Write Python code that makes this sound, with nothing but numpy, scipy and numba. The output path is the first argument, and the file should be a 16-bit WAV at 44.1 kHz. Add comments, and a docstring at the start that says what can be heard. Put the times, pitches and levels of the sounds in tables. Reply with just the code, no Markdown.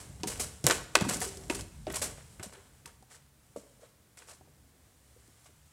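"""Footsteps on gritty concrete

Someone walks over a gritty concrete floor in a hard hall with a phone in the hand, then slows to a shuffle.
Knocks, short squeaks and lingering rings come from modes of shoe and floor, grit snaps under the soles, and
grainy noise makes the scuffs with their long dying tails. Close to the microphone clothes rustle and the grip
rumbles in the phone's body; the hall murmurs with the movement and echoes the steps. Filtered noise and
wavering tones give the building's hiss, hum and whine."""
import sys
import numpy as np
from scipy import signal
from scipy.fft import rfft, irfft, next_fast_len
from scipy.io import wavfile
from scipy.ndimage import uniform_filter1d
from numba import njit

SR = 44100
rng = np.random.default_rng(int(sys.argv[2]) if len(sys.argv) > 2 else 0)


def file_out(sig):
    """Save sig as 16-bit WAV at sys.argv[1]."""
    # one column per channel
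    cols = np.atleast_2d(sig).T
    # limit, then scale
    lim = np.clip(cols, -1, 1)
    pcm = np.round(lim * 32767).astype(np.int16)
    wavfile.write(sys.argv[1], SR, pcm)


def voltage_ratio(decibels):
    """Convert decibels (scalar or array-like) to amplitude ratios, 20 dB per decade."""
    exponent = np.asarray(decibels, float) / 20
    return 10 ** exponent


N = 252252
TIME = np.arange(N) / SR

# what shoe and floor ring with: f/Hz, relative level/dB, free ring down to a thousandth/ms
FLOOR_MODES = [(110, 0, 110), (140, -6.5, 47), (170, -2.5, 110), (208.8, -0.5, 100), (270, 5.5, 60),
               (326, 7, 61), (390, -3, 160), (480, 4, 44), (564.3, 0.5, 49), (626.5, 1.5, 67), (745, 2, 78),
               (939, -3, 70), (1152, -2.5, 32), (1337, -4.5, 29), (1533, 0.5, 33), (1770, -0.5, 23),
               (1960, -1.5, 28), (2140, -6.5, 55), (2460, -2, 40), (2633, 3.5, 35), (2962, 0, 19),
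               (3450, 2, 24)]
# spectrum of the bright part of scuffs and cloth: f/Hz, relative level per Hz/dB
TREBLE_SPECTRUM = [(1290, -36), (2200, -4.5), (2450, -12), (2660, -9), (3560, -11.5), (4350, -4.5),
                   (4680, -6), (5570, -3), (6210, -4), (7840, 1.5), (9890, -3), (14100, -18),
                   (16000, -26.5)]
# spectrum of their duller body: f/Hz, relative level per Hz/dB
BODY_SPECTRUM = [(240, -34), (400, -5.5), (1020, -6.5), (1360, -8.5), (1500, -8), (2060, -10),
                 (2670, -14.5), (2910, -10.5), (4000, -13.5), (5200, -41.5), (8800, -120)]


def level(x, db):
    """Scale to an rms level."""
    return x * voltage_ratio(db) / np.sqrt(np.mean(x ** 2))


def colour(x, spectrum):
    """Filter by (Hz, dB) points joined on a log-frequency axis; rms 1."""
    hz, db = np.transpose(spectrum)
    size = next_fast_len(len(x))
    f = np.maximum(np.arange(size // 2 + 1) * SR / size, 1)
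    gain = voltage_ratio(np.interp(np.log(f), np.log(hz), db))
    return level(irfft(rfft(x, size) * gain, size)[:len(x)], 0)


def walk(rate):
    """Random levels held 1 / rate s and slewed twice; spread near 1."""
    k = int(SR / rate)
    held = np.repeat(rng.standard_normal(N // k + 1), k)
    return 1.31 * uniform_filter1d(uniform_filter1d(held, k), k)[:N]


def grit(spread_db):
    """Dense noise grains whose sizes differ widely, by an exponential scatter in dB."""
    return rng.standard_normal(N) * voltage_ratio(spread_db * rng.exponential(size=N))


def add(out, s, piece):
    """Mix a piece in at time s."""
    i = int(s * SR)
    out[i:i + len(piece)] += piece[:N - i]


def fall(t, ring_ms):
    """Exponential decay that reaches a thousandth after ring_ms."""
    return np.exp(-np.log(1000) * np.maximum(t, 0) * 1000 / ring_ms)


def resonate(x):
    """Drive the modes of shoe and floor, each a one-pole complex resonator, with a signal; rms 1."""
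    out = 0
    for hz, db, ring_ms in FLOOR_MODES:
        pole = np.exp(2j * np.pi * hz / SR - np.log(1000) * 1000 / (ring_ms * SR))
        ring = signal.lfilter([1], [1, -pole], x + 0j).imag
        out = out + voltage_ratio(db) * ring / np.sqrt(ring_ms)
    return level(out, 0)


def building():
    """Smooth far hiss from filtered noise, with machine tones that waver in pitch and level."""
    # far hiss of the hall: f/Hz, relative level per Hz/dB
    hall_spectrum = [(15, -54), (25, -23), (70, -1), (135, -12), (177, -25), (238, -14), (358, -27),
                     (510, -25), (1150, -22.5), (1640, -22), (2670, -26.5), (15200, -28.5), (16500, -39)]
    # building machinery: f/Hz, spread of the pitch wander/Hz, mid level/dB
    machine_tones = [(68, 7.2, -71.5), (128.5, 16, -73), (9600, 15, -83.5)]
    out = level(colour(rng.standard_normal(N), hall_spectrum), -67)
    for hz, wander_hz, db in machine_tones:
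        drift = np.cumsum(wander_hz * walk(8.5)) / SR
        tone = np.sqrt(2) * np.sin(2 * np.pi * (hz * TIME + drift))
        out = out + voltage_ratio(db + 2.0 * walk(5.4)) * tone
    return out


def walker():
    """Cloth hisses in grains, the grip shakes the phone with deep noise, the hall murmurs with the movement."""
    # motion of the walker: t/s, cloth rustle/dB, grip rumble/dB, low murmur of the hall/dB
    motion = [(0.0, -55.5, -51, -57.5), (0.29, -67.5, -45, -67), (0.4, -52, -47, -49.5),
              (0.6, -61, -58, -69.5), (0.75, -70, -43.5, -44.5), (0.88, -65, -53, -63.5),
              (1.17, -50.5, -45.5, -45.5), (1.31, -54.5, -51, -57), (1.62, -64.5, -44, -52),
              (1.69, -63, -52.5, -66.5), (1.91, -64.5, -47, -83), (2.05, -52, -46, -44.5),
              (2.2, -62, -56.5, -71), (2.45, -65.5, -60, -68.5), (3.299, -75, -70, -75.5),
              (3.729, -69.5, -66.5, -71), (3.94, -76, -68.5, -72.5), (4.78, -73, -70, -71),
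              (5.44, -66.5, -68.5, -75), (5.55, -70.5, -66.5, -76), (5.72, -69, -69.5, -83)]
    # grip rumble in the phone's body: f/Hz, relative level per Hz/dB
    rumble_spectrum = [(15, -39.5), (25, -11), (49, 3.5), (75, 1.5), (132, -2), (189, -6), (250, -15.5),
                       (320, -40), (550, -120)]
    murmur_spectrum = [(100, -20.5), (200, -0.5), (400, -1.5), (800, -7.5), (1600, -36.0)]
    s, *columns = np.transpose(motion)
    cloth_db, grip_db, murmur_db = (np.interp(TIME, s, c) for c in columns)
    rustle = colour(grit(2.1), TREBLE_SPECTRUM) + voltage_ratio(-4.5) * colour(grit(0.42), BODY_SPECTRUM)
    cloth = voltage_ratio(cloth_db + 0.79 * walk(35)) * rustle
    grip = voltage_ratio(grip_db + 1.8 * walk(14)) * colour(rng.standard_normal(N), rumble_spectrum)
    murmur = colour(rng.standard_normal(N), murmur_spectrum)
    # the floor's modes colour it
    murmur = level(murmur + voltage_ratio(-7.0) * resonate(murmur), 0)
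    return cloth + grip + voltage_ratio(murmur_db + 0.75 * walk(42)) * murmur


def scuffs():
    """Grainy friction noise that rises, stutters along and dies away; it also drives the floor's modes."""
    # scuffs of the soles and their long dying tails:
    # t/s, top gain of the treble/dB, gain of the body against it/dB, hold with the rise/ms, fade/ms
    scuff_table = [(0, -32.5, -8, 4.7, 190), (0.196, -44.5, 0.5, 10, 140), (0.235, -34, -1, 6.5, 150),
                   (0.27, -21, -8, 11.6, 150), (0.298, -22, -12, 13.5, 72), (0.314, -28.5, -8.5, 9.6, 620),
                   (0.395, -16, -13, 8.7, 225), (0.639, -22.5, -3.5, 6.8, 260), (0.666, -11.5, -1, 3, 94),
                   (0.699, -19.5, 5, 7.5, 100), (0.711, -23, -4, 17, 300), (0.957, -17.5, 7.5, 2.5, 96),
                   (1.005, -27, 4, 13, 87), (1.049, -31, -7, 7.1, 140), (1.086, -18, -5, 16.7, 324),
                   (1.128, -23.5, -17, 9.9, 180), (1.213, -16.5, -10, 9.1, 120),
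                   (1.236, -27.5, -10, 12, 450), (1.496, -20, -6, 7.5, 205), (1.547, -27, -13, 12, 270),
                   (1.589, -32.5, 0.5, 9, 74), (1.871, -40, 6.5, 8.1, 130), (1.899, -32.5, 0.5, 3.2, 190),
                   (1.939, -21, -7, 7.9, 85), (1.955, -20, -11, 8, 170), (2.014, -14.5, -11, 15, 107),
                   (2.037, -27, -5.5, 13, 320), (2.173, -48.5, 3.5, 8.8, 250), (2.4, -59.5, 19.5, 16, 80),
                   (2.427, -27, -6.5, 5.5, 206), (2.517, -45, 3, 31, 160), (2.55, -61, 9, 19, 1100),
                   (2.87, -43, -1, 14, 170), (3.089, -42, -4.5, 69, 210), (3.561, -37.5, -8, 7.2, 280),
                   (3.791, -50.5, -0.5, 64, 230), (4.17, -38, -8.5, 9.5, 100), (4.186, -39.5, -9, 15, 130),
                   (4.212, -48.5, -4, 27, 400), (4.269, -41.5, -9.5, 24, 120), (4.285, -36.5, -10, 29, 210),
                   (5.454, -43.5, -4, 13, 80)]
    top, high, middle, low, t = np.zeros(N), np.zeros(N), np.zeros(N), np.zeros(N), TIME[:SR // 2]
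    for s, db, body_db, hold_ms, fade_ms in scuff_table:
        rise_ms = 0.26 * hold_ms
        shape = np.minimum(1000 * t / rise_ms, 1) ** 2 * fall(t - hold_ms / 1000, fade_ms)
        add(high, s, voltage_ratio(db) * shape)
        # a faint row is duller at the very top
        add(top, s, voltage_ratio(db + 0.13 * (db + 19.5)) * shape)
        add(middle, s, voltage_ratio(db + body_db) * shape)
        # a faint row hardly loads the floor, so its low end drops away faster than its level
        add(low, s, voltage_ratio(db + body_db + 0.17 * (db + 26)) * shape)
    body = colour(grit(3.1), BODY_SPECTRUM)
    body = level(body + voltage_ratio(-6.5) * resonate(body), -14)
    deep = signal.sosfilt(signal.butter(2, 1000., fs=SR, output="sos"), body)
    # the peaks of the grain stand well over its mean level
    hiss = level(colour(grit(1.3), TREBLE_SPECTRUM), -17)
    sizzle = signal.sosfiltfilt(signal.butter(2, 9500., "high", fs=SR, output="sos"), hiss)
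    # the stutter of the treble and of the body
    slip = voltage_ratio(1.6 * walk(120) + 2.2 * walk(700))
    shake = voltage_ratio(2.0 * walk(130))
    treble = high * (hiss - sizzle) + top * sizzle
    return slip * treble + shake * (middle * (body - deep) + low * deep)


def knocks_and_rings():
    """Each sound rings the modes near its centre: a wide spread knocks, a narrow one squeaks or lingers."""
    # knocks, short squeaks and lingering rings of shoe and floor:
    # t/s, peak level/dB, centre f/Hz, spread/octaves
    ring_table = [(0.206, -39, 123, .54), (0.234, -27.5, 375, .45), (0.234, -31.5, 2640, 0.94),
                  (0.236, -31.5, 910, 0.23), (0.258, -32.5, 220, 0.4), (0.398, -38.5, 554, 0.54),
                  (0.642, -23, 130.7, 0.15), (0.642, -23.5, 363, 0.77), (0.667, -29.5, 815, 0.62),
                  (0.681, -27, 450, 0.73), (0.697, -21.5, 450, 0.61), (0.698, -20, 1500, 0.65),
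                  (0.7085, -14.5, 1660, 0.73), (0.952, -19.5, 580, 0.55), (0.954, -8, 1620, 0.65),
                  (0.968, -25, 390, 0.26), (1.012, -19.5, 144, 0.79), (1.049, -31, 1020, 0.34),
                  (1.05, -27.5, 181, .65), (1.066, -24.5, 221, 0.38), (1.11, -33, 201, 0.41),
                  (1.158, -35.5, 170, 0.64), (1.215, -34.5, 850, 0.14), (1.217, -40, 483, 0.071),
                  (1.217, -30, 1835, 0.1), (1.262, -38.5, 403, 0.1), (1.37, -45, 390, 0.082),
                  (1.5, -22.5, 355, 0.64), (1.4989, -22, 2500, .6), (1.502, -34.5, 950, 0.17),
                  (1.545, -38.5, 386, 0.17), (1.869, -25.5, 636, 0.22), (1.876, -30.5, 379, 0.29),
                  (1.899, -32, 403, .5), (1.94, -36.5, 480, 0.52), (1.939, -38, 2120, 0.21),
                  (2.017, -32.5, 554, 0.097), (2.018, -32, 2010, 0.29), (2.182, -43, 570, 0.43),
                  (2.397, -36, 155, 1.34), (2.3963, -38.5, 1630, 0.67), (2.411, -46, 503, .8),
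                  (2.44, -40.5, 570, 0.24), (2.459, -42.5, 205, 0.36), (2.528, -50.5, 447, .37),
                  (2.569, -51, 407, 0.22), (2.851, -51.5, 161, 0.97), (2.857, -38, 1900, .8),
                  (2.862, -46, 1100, .3), (3.008, -54, 180, 0.6), (3.025, -48, 703, 1),
                  (3.112, -56, 1750, .12), (3.145, -52, 1750, 0.13), (3.5607, -30, 547, 0.22),
                  (3.561, -47.5, 1100, 0.29), (3.571, -40, 237, 0.33), (3.795, -55, 520, .4),
                  (3.82, -52, 500, .2), (3.832, -47.5, 550, .2), (4.174, -50.5, 2160, 0.18),
                  (4.221, -47.5, 1600, 0.73), (4.285, -55, 480, 0.27), (4.315, -53, 600, .3),
                  (4.41, -49, 643, 1.05), (4.449, -57.5, 450, 0.61), (4.474, -57.5, 518, 0.37),
                  (5.163, -52, 470, 0.3), (5.28, -54, 189, 0.65), (5.49, -57, 400, 0.66)]
    out, t = np.zeros(N), TIME[:SR // 2]
    hz, mode_db, ring_ms = np.transpose(FLOOR_MODES)[:, :, None]
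    for s, db, centre_hz, spread in ring_table:
        # pitch, strength and phase of the modes scatter a little each time
        detune = 0.008 * rng.standard_normal(hz.shape)
        uneven_db = 1.2 * rng.standard_normal(hz.shape)
        phase = 0.6 * rng.standard_normal(hz.shape)  # radians
        distance = np.log2(hz / centre_hz) / spread
        weight = voltage_ratio(mode_db + uneven_db - 6.6 * distance ** 2)
        # a broad sound is flat and damped, a narrow one rings on
        damped_ms = ring_ms * 0.55 * spread ** -0.55
        decay = np.exp(-np.log(1000) * (1000 * t / damped_ms) ** 0.91)
        modes = weight * decay * np.sin(2 * np.pi * hz * (1 + detune) * t + phase)
        # it builds up over about a cycle
        ring = np.sum(modes, axis=0) * np.minimum(t * centre_hz / 1.1, 1)
        add(out, s, voltage_ratio(db) * ring / np.abs(ring).max())
    return out


def cracks():
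    """A sudden snap and a few milliseconds of splinters, noise in a band around the grain's own pitch."""
    # grit cracking under a sole: t/s, peak level/dB, centre f/Hz
    snaps = [(0.2339, -18, 5150), (0.642, -17.5, 7000), (0.6667, 4, 8000), (0.6862, -14, 8360),
             (0.6988, -13, 6000), (0.71, -7.5, 5900), (0.9524, -11, 7000), (0.9547, 0.3, 5600),
             (1.0106, -19, 6900), (1.0489, -29, 5520), (1.086, -25, 7540), (1.204, -21, 9000),
             (1.208, -23, 8500), (1.3724, -28.5, 6600), (1.412, -38, 7450), (1.437, -38.5, 6480),
             (1.4994, -19.5, 5200), (1.5484, -22, 7300), (1.6096, -23.5, 6980), (1.8686, -32.5, 3950),
             (1.9003, -41, 5030), (1.925, -26, 9800), (2.024, -17, 7400), (2.3976, -37.5, 6940),
             (2.8595, -26, 7520), (3.0258, -43.5, 7510), (5.446, -43.5, 8070), (5.462, -49.5, 4520)]
    out, t = np.zeros(N), TIME[:SR // 10]
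    for s, db, centre_hz in snaps:
        # above -6.5 dB the ring halves every 6.5 dB
        ring_ms = 39 * 0.5 ** (max(db + 6.5, 0) / 6.5)
        splinters = rng.standard_normal(len(t)) * fall(t, ring_ms)
        splinters[0] = 12.7  # the break itself
        band = [centre_hz / 1.8, centre_hz * 1.4]
        snap = signal.sosfilt(signal.butter(2, band, "band", fs=SR, output="sos"), splinters)
        add(out, s, voltage_ratio(db) * snap / np.abs(snap).max())
    return out


@njit
def walls(x, lags, gain, damp):
    """Eight delay lines that feed each other, duller on every round."""
    line, soft, out = np.zeros((8, 4096)), np.zeros(8), np.zeros(len(x))
    for i in range(len(x)):
        total = 0.
        for k in range(8):
            # a one-pole lowpass takes treble from each reflection
            soft[k] += (1 - damp) * (gain[k] * line[k, (i - lags[k]) & 4095] - soft[k])
            total += soft[k]
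            out[i] += soft[k] * (1 - 2 * (k % 2))
        for k in range(8):
            line[k, i & 4095] = x[i] + soft[k] - total / 4
    return out


def hall_echo(steps):
    """Hard walls return the steps as a dense echo, with loop gains set for a 60 dB decay time."""
    t60_s, damp = 0.7, 0.21
    lags = np.array([353, 709, 1093, 1531, 1999, 2557, 3163, 3823])  # samples
    gain = voltage_ratio(-60 * lags / SR / t60_s)
    # the tiny offset keeps the silent loops from slowing down
    return voltage_ratio(-21) * walls(steps + 1e-18, lags, gain, damp)


def scene():
    """The building, the walker, and steps with their echo from hard walls."""
    steps = scuffs() + knocks_and_rings() + cracks()
    return (building() + walker() + steps + hall_echo(steps))[None]


def band_limit(x):
    """A steep low-pass at the top of the band."""
    return signal.sosfilt(signal.butter(12, 17000, fs=SR, output="sos"), x)


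def record(dry):
    """The phone cuts the deep bass, clips just under full scale and cuts the top above 16 kHz."""
    bass_cut = signal.butter(4, 45, "high", fs=SR, output="sos")
    top_cut = signal.ellip(8, 0.2, 70, 16000, fs=SR, output="sos")
    clipped = np.clip(signal.sosfilt(bass_cut, dry), -0.88, 0.88)
    mix = signal.sosfilt(top_cut, clipped)
    return band_limit(mix)


dry = scene()
out = record(dry)
file_out(out)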